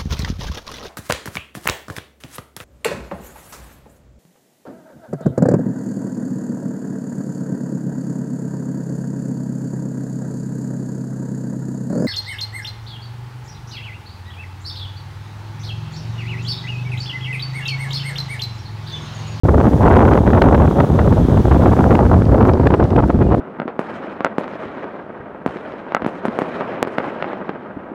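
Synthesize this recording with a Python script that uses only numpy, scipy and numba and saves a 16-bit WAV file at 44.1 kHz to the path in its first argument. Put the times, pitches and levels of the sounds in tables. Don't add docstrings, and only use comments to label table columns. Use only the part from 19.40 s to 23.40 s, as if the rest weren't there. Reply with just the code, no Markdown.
import sys
import numpy as np
from scipy import signal
from scipy.fft import rfft, irfft
from scipy.io import wavfile
from scipy.ndimage import uniform_filter1d, minimum_filter1d
from numba import njit

SR = 44100
rng = np.random.default_rng(int(sys.argv[2]) if len(sys.argv) > 2 else 0)


def materialize(psi):
    bounded = np.clip(np.atleast_2d(psi).T, -1, 1)
    quanta = np.round(bounded * 32767).astype(np.int16)
    wavfile.write(sys.argv[1], SR, quanta)


N = 176400


def undb(db):
    return 10 ** (np.asarray(db) / 20)


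def curve(table):
    return np.interp(np.arange(N) / SR, *np.array(table).T)


def bell(t, at_s, length_s):
    hump = np.zeros(N)
    near = slice(*np.searchsorted(t, [at_s - 2 * length_s, at_s + 2 * length_s]))
    hump[near] = np.exp(-.5 * abs((t[near] - at_s) / (length_s / 2)) ** 2.94)
    return hump


def colour(x, spectrum):
    hz, db = np.array(spectrum).T
    bin_hz = np.arange(N // 2 + 1) * SR / N
    gain = undb(np.interp(np.log(bin_hz + 1e-9), np.log(hz), db))
    return irfft(rfft(x) * gain / np.sqrt(np.mean(gain ** 2)), N)


def noise(spectrum):
    return colour(rng.standard_normal(N), spectrum)


def waver(per_s):
    hz = np.arange(N // 2 + 1) * SR / N
    x = irfft(rfft(rng.standard_normal(N)) * np.exp(-(2 * hz / per_s) ** 2), N)
    return x / x.std()


@njit
def lowpass(x, cutoff_hz, damping):
    y, band_state, low_state = np.empty(len(x)), 0., 0.
    for i in range(len(x)):
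        g = np.tan(np.pi * cutoff_hz[i] / SR)
        band = (band_state + g * (x[i] - low_state)) / (1 + g * (g + damping))
        y[i] = low_state + g * band
        band_state, low_state = 2 * band - band_state, 2 * y[i] - low_state
    return y


# t/s, strength/dB
BASE_WIND = [(.04, -39.5), (.22, -29.5), (.37, -37.5), (.47, -24), (.62, -26.5), (.8, -29.5), (1.08, -26),
             (1.24, -31.5), (1.6, -32.5), (1.98, -42), (2.25, -31), (2.64, -31.5), (2.86, -39),
             (3.04, -25.5), (3.18, -35.5), (4.0, -37.5)]
# t/s, length/s, strength/dB
GUSTS = [(.056, 0.0088, -23.5), (0.091, 0.011, -19), (0.145, 0.0072, -16.5), (0.182, 0.0042, -19),
         (0.245, 0.0057, -20), (0.27, 0.0034, -14), (0.409, 0.0038, -21), (.441, 0.0076, -13),
         (0.461, 0.019, -14), (0.479, .006, -9), (0.505, .008, -14), (0.513, 0.0087, -7),
         (0.538, 0.0083, -7), (0.571, 0.0084, -10), (0.588, 0.0089, -13), (0.606, 0.0036, -8),
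         (0.615, 0.0064, -20), (0.654, 0.0044, -11), (0.684, 0.021, -21.5), (0.716, 0.012, -14),
         (0.732, 0.0087, -17), (.754, 0.0038, -13.5), (.777, 0.0038, -13), (0.875, 0.012, -21.5),
         (0.934, 0.0046, -3), (0.981, 0.016, -16), (1.023, 0.012, -10.5), (1.045, 0.015, -22),
         (1.074, 0.02, -18.5), (1.129, 0.011, -13), (1.151, 0.0071, -7), (1.208, 0.015, -21),
         (1.279, 0.0093, -22), (1.39, 0.0096, -22), (1.406, .012, -10), (1.504, .005, -18),
         (1.592, 0.0065, -2), (1.676, 0.0055, -17), (1.726, .013, -24.5), (1.975, 0.011, -20.5),
         (2.055, 0.0075, -24), (2.118, 0.013, -13), (2.166, 0.01, -19), (2.218, 0.0023, -23),
         (2.262, 0.011, -12), (2.319, 0.0065, -16), (2.393, 0.0057, -17), (2.442, 0.0055, -13),
         (2.513, 0.021, -18.5), (2.554, 0.011, -14), (2.593, 0.0029, -18), (2.61, 0.011, -23),
         (2.717, 0.0091, -14.5), (2.736, 0.03, -25.5), (2.821, 0.0046, -16), (2.948, 0.0096, -18),
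         (3.01, 0.011, -12.5), (3.093, 0.0076, -8), (3.200, .005, -19), (3.267, 0.0094, -17),
         (3.273, 0.0037, 0), (3.306, 0.0048, -12), (3.343, 0.011, -9), (3.403, 0.018, -20),
         (3.428, 0.0037, -18.5), (3.563, 0.0064, -13), (3.59, 0.016, -13), (3.603, 0.0081, -20),
         (3.639, 0.014, -23), (3.703, 0.018, -12), (3.820, 0.019, -22.5), (3.925, 0.027, -23.5),
         (3.947, 0.0062, -19)]
MEAN_WIND_DB = -30.5


def wind_strength(t):
    crackle_db = 6 * waver(per_s=480)
    flutter_db = 5.5 * waver(per_s=120)
    db = curve(BASE_WIND) + np.minimum(flutter_db + crackle_db, 9)
    for at_s, length_s, _ in GUSTS:
        db -= 1.5 * bell(t, at_s - length_s / 2 - .0058, length_s=.0097)
    for at_s, length_s, gust_db in GUSTS:
        crest_db = gust_db + .41 * crackle_db
        db += (crest_db - db) * bell(t, at_s, length_s)
    return db - MEAN_WIND_DB


# t/s, length/s, depth/dB
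LULLS = [(0.074, .012, 5.5), (0.311, 0.033, 9), (0.386, 0.022, 6), (0.848, 0.028, 7), (1.116, 0.035, 5),
         (1.346, 0.047, 9), (1.472, 0.039, 12.5), (1.869, 0.0087, 12), (2.036, 0.013, 19), (2.84, 0.042, 3),
         (3.19, 0.013, 17.5), (3.298, 0.012, 10), (3.37, 0.039, 12), (3.483, 0.033, 11), (3.615, 0.01, 17),
         (3.696, 0.048, 8.5)]


def lulls(t):
    return sum(depth_db * bell(t, at_s, length_s) for at_s, length_s, depth_db in LULLS)


# f/Hz, relative level/dB
EDDY_SPECTRUM = [(20, -46), (60, -12.5), (130, -11.5), (220, 3), (350, 2.5), (550, -0.5), (900, -2),
                 (1500, -7.5), (3000, -12.5), (8000, -16.5)]


def buffeting(strength_db):
    cutoff_at_mean_hz, db_per_octave = 842, 22.5
    cutoff_hz = np.clip(cutoff_at_mean_hz * 2 ** (strength_db / db_per_octave), 20, SR / 4)
    eddies = lowpass(noise(EDDY_SPECTRUM), cutoff_hz, damping=1.577)
    eddies = lowpass(eddies, cutoff_hz, damping=1.52)
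    return eddies * undb(-10.5 + .38 * strength_db)


# f/Hz, relative level/dB
POP_SPECTRUM = [(100, -15), (500, 7.5), (1000, 8), (1500, 4.5), (2200, -8), (3200, -16.5), (4500, -28),
                (6500, -38), (12000, -66)]


def eddy_pops(strength_db):
    pops_per_s, db_per_db = 200, .83
    hits = rng.random(N) < pops_per_s / SR
    kicks = hits * rng.uniform(-2.14, 3.37, N) * undb(db_per_db * strength_db)
    for (at_s, _, gust_db), sign in zip(GUSTS, rng.choice([-1, 1], len(GUSTS))):
        kicks[int(at_s * SR)] += sign * undb(1 + db_per_db * (gust_db - MEAN_WIND_DB))
    return colour(kicks, POP_SPECTRUM) * undb(-14.5)


# f/Hz, relative level/dB
RUMBLE_SPECTRUM = [(22, -51), (30, -45), (40, -12), (52, -5), (70, 0.5), (100, -1.5), (150, -4),
                   (250, -10.5), (500, -34.5), (1500, -104)]
# t/s, level/dB
RUMBLE_LEVEL = [(.04, -15), (.3, -11), (1.0, -12.5), (2.0, -10), (3.0, -11.5), (4.0, -12)]
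# t/s, length/s, boost/dB
THUMPS = [(0.04, 0.054, 9.5), (0.163, .026, 7.5), (1.528, 0.041, 5.5), (3.034, 0.018, 6), (3.233, .05, 2),
          (3.75, 0.016, 7.5)]


def window_rumble(t, strength_db, lull_db):
    thump_db = sum(boost_db * bell(t, at_s, length_s) for at_s, length_s, boost_db in THUMPS)
    level_db = curve(RUMBLE_LEVEL) + thump_db + .23 * strength_db - lull_db
    return noise(RUMBLE_SPECTRUM) * undb(level_db)


# f/Hz, relative level/dB
HISS_SPECTRUM = [(20, -9), (200, 14.5), (800, 18), (1300, 13), (2000, 2.5), (2600, -3.5), (3500, -7),
                 (4500, -6), (6300, -11.5), (8200, -14.5), (11500, -20), (15500, -27)]
RUSH_SPECTRUM = [(2200, -15), (3100, 0), (3500, 1.5), (4000, -4.5), (4800, -27)]
AIRY_SPECTRUM = [(4500, -10), (6100, 1.5), (7500, -4.5), (11000, -8), (15000, -10)]
# t/s, level/dB
HISS_LEVEL = [(.04, -35.5), (.35, -34), (1.2, -36.5), (1.8, -32.5), (2.5, -32), (3.2, -36), (4.0, -39)]
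RUSH_LEVEL = [(.04, -57), (.6, -51), (1.1, -51), (2.2, -48.5), (2.7, -60), (3.1, -66), (4.0, -61)]
AIRY_LEVEL = [(.04, -56), (.35, -51.5), (.65, -51), (.85, -53.5), (2.2, -52.5), (2.45, -51.5), (3.02, -63),
              (3.075, -50.5), (3.17, -76), (3.63, -77), (3.68, -56), (3.74, -79), (4.0, -82)]


def tyre_hiss():
    hiss = noise(HISS_SPECTRUM) * undb(curve(HISS_LEVEL))
    rush = noise(RUSH_SPECTRUM) * undb(curve(RUSH_LEVEL))
    airy_top = noise(AIRY_SPECTRUM) * undb(curve(AIRY_LEVEL))
    return (hiss + rush + airy_top) * undb(.4 * waver(per_s=28))


# t/s, level/dB
CRACKS = [(0.087, -29), (0.269, -22.5), (0.567, -14), (0.736, -17), (1.021, -6.5), (1.1485, -9.5),
          (1.406, -17), (2.12, -20.5), (2.554, -12), (3.271, -7.5), (3.341, -16), (3.5649, -17)]
# f/Hz, relative level/dB
CRACK_SPECTRUM = [(600, 11), (1500, 8), (2500, 0), (4000, -11), (6000, -21.5), (12000, -35.5)]


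def gust_cracks(t):
    envelope = sum(undb(db) * bell(t, at_s, length_s=.0027) for at_s, db in CRACKS)
    return noise(CRACK_SPECTRUM) * envelope


# t/s, level/dB
KNOCKS = [(2.854, -33), (3.135, -29.5), (3.44, -31), (3.505, -34)]
# f/Hz, relative level/dB
KNOCK_SPECTRUM = [(800, -25), (2200, 11), (3800, 4), (5600, 2), (7500, -17), (12000, -37), (16000, -36)]


def knocks(t, decay_s=.0023):
    envelope = sum(undb(db) * (t >= at_s) * np.exp(-abs(t - at_s) / decay_s) for at_s, db in KNOCKS)
    return colour(rng.standard_normal(N) * envelope, KNOCK_SPECTRUM)


def squeak(t, at_s=2.86, length_s=.24, start_hz=12850, fall_hz_per_s=6500):
    age_s = np.clip(t - at_s, 0, length_s)
    phase = 2 * np.pi * np.cumsum(start_hz - fall_hz_per_s * age_s) / SR
    envelope = undb(-61) * np.sin(np.pi * age_s / length_s)
    return envelope * waver(per_s=1000) * np.sin(phase)


# t/s, length/s, start f/Hz, end f/Hz, level/dB
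CHIRPS = [(3.783, 0.11, 2540, 2420, -49.5), (3.854, 0.058, 3100, 2440, -49), (3.895, 0.07, 2990, 2810, -51)]


def chirps(t):
    whistles = np.zeros(N)
    for at_s, length_s, start_hz, end_hz, db in CHIRPS:
        progress = np.clip((t - at_s) / length_s, 0, 1)
        phase = 2 * np.pi * np.cumsum(start_hz + (end_hz - start_hz) * progress) / SR
        whistles += undb(db) * np.sin(np.pi * progress) * np.sin(phase)
    return whistles


def scene():
    t = np.arange(N) / SR
    strength_db, lull_db = wind_strength(t), lulls(t)
    mix = buffeting(strength_db - lull_db) + eddy_pops(strength_db - lull_db)
    mix += window_rumble(t, strength_db, lull_db) + tyre_hiss()
    mix += gust_cracks(t) + knocks(t) + squeak(t) + chirps(t)
    start_s, fade_s = .034, .0011
    ramp = np.clip(np.minimum(t - start_s, t[-1] - t) / fade_s, 0, 1)
    return (mix * np.sin(np.pi / 2 * ramp) ** 2)[None]


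def record(dry):
    ceiling, lookahead_s, top_hz = .93, .0025, 15900
    window = int(lookahead_s * SR)
    gain = minimum_filter1d(ceiling / np.maximum(abs(dry), ceiling), 2 * window)
    gain = uniform_filter1d(uniform_filter1d(gain, window), window)
    top_cut = signal.ellip(10, .1, 90, top_hz, fs=SR, output="sos")
    return signal.sosfilt(top_cut, dry * gain)


dry = scene()
out = record(dry)
materialize(out)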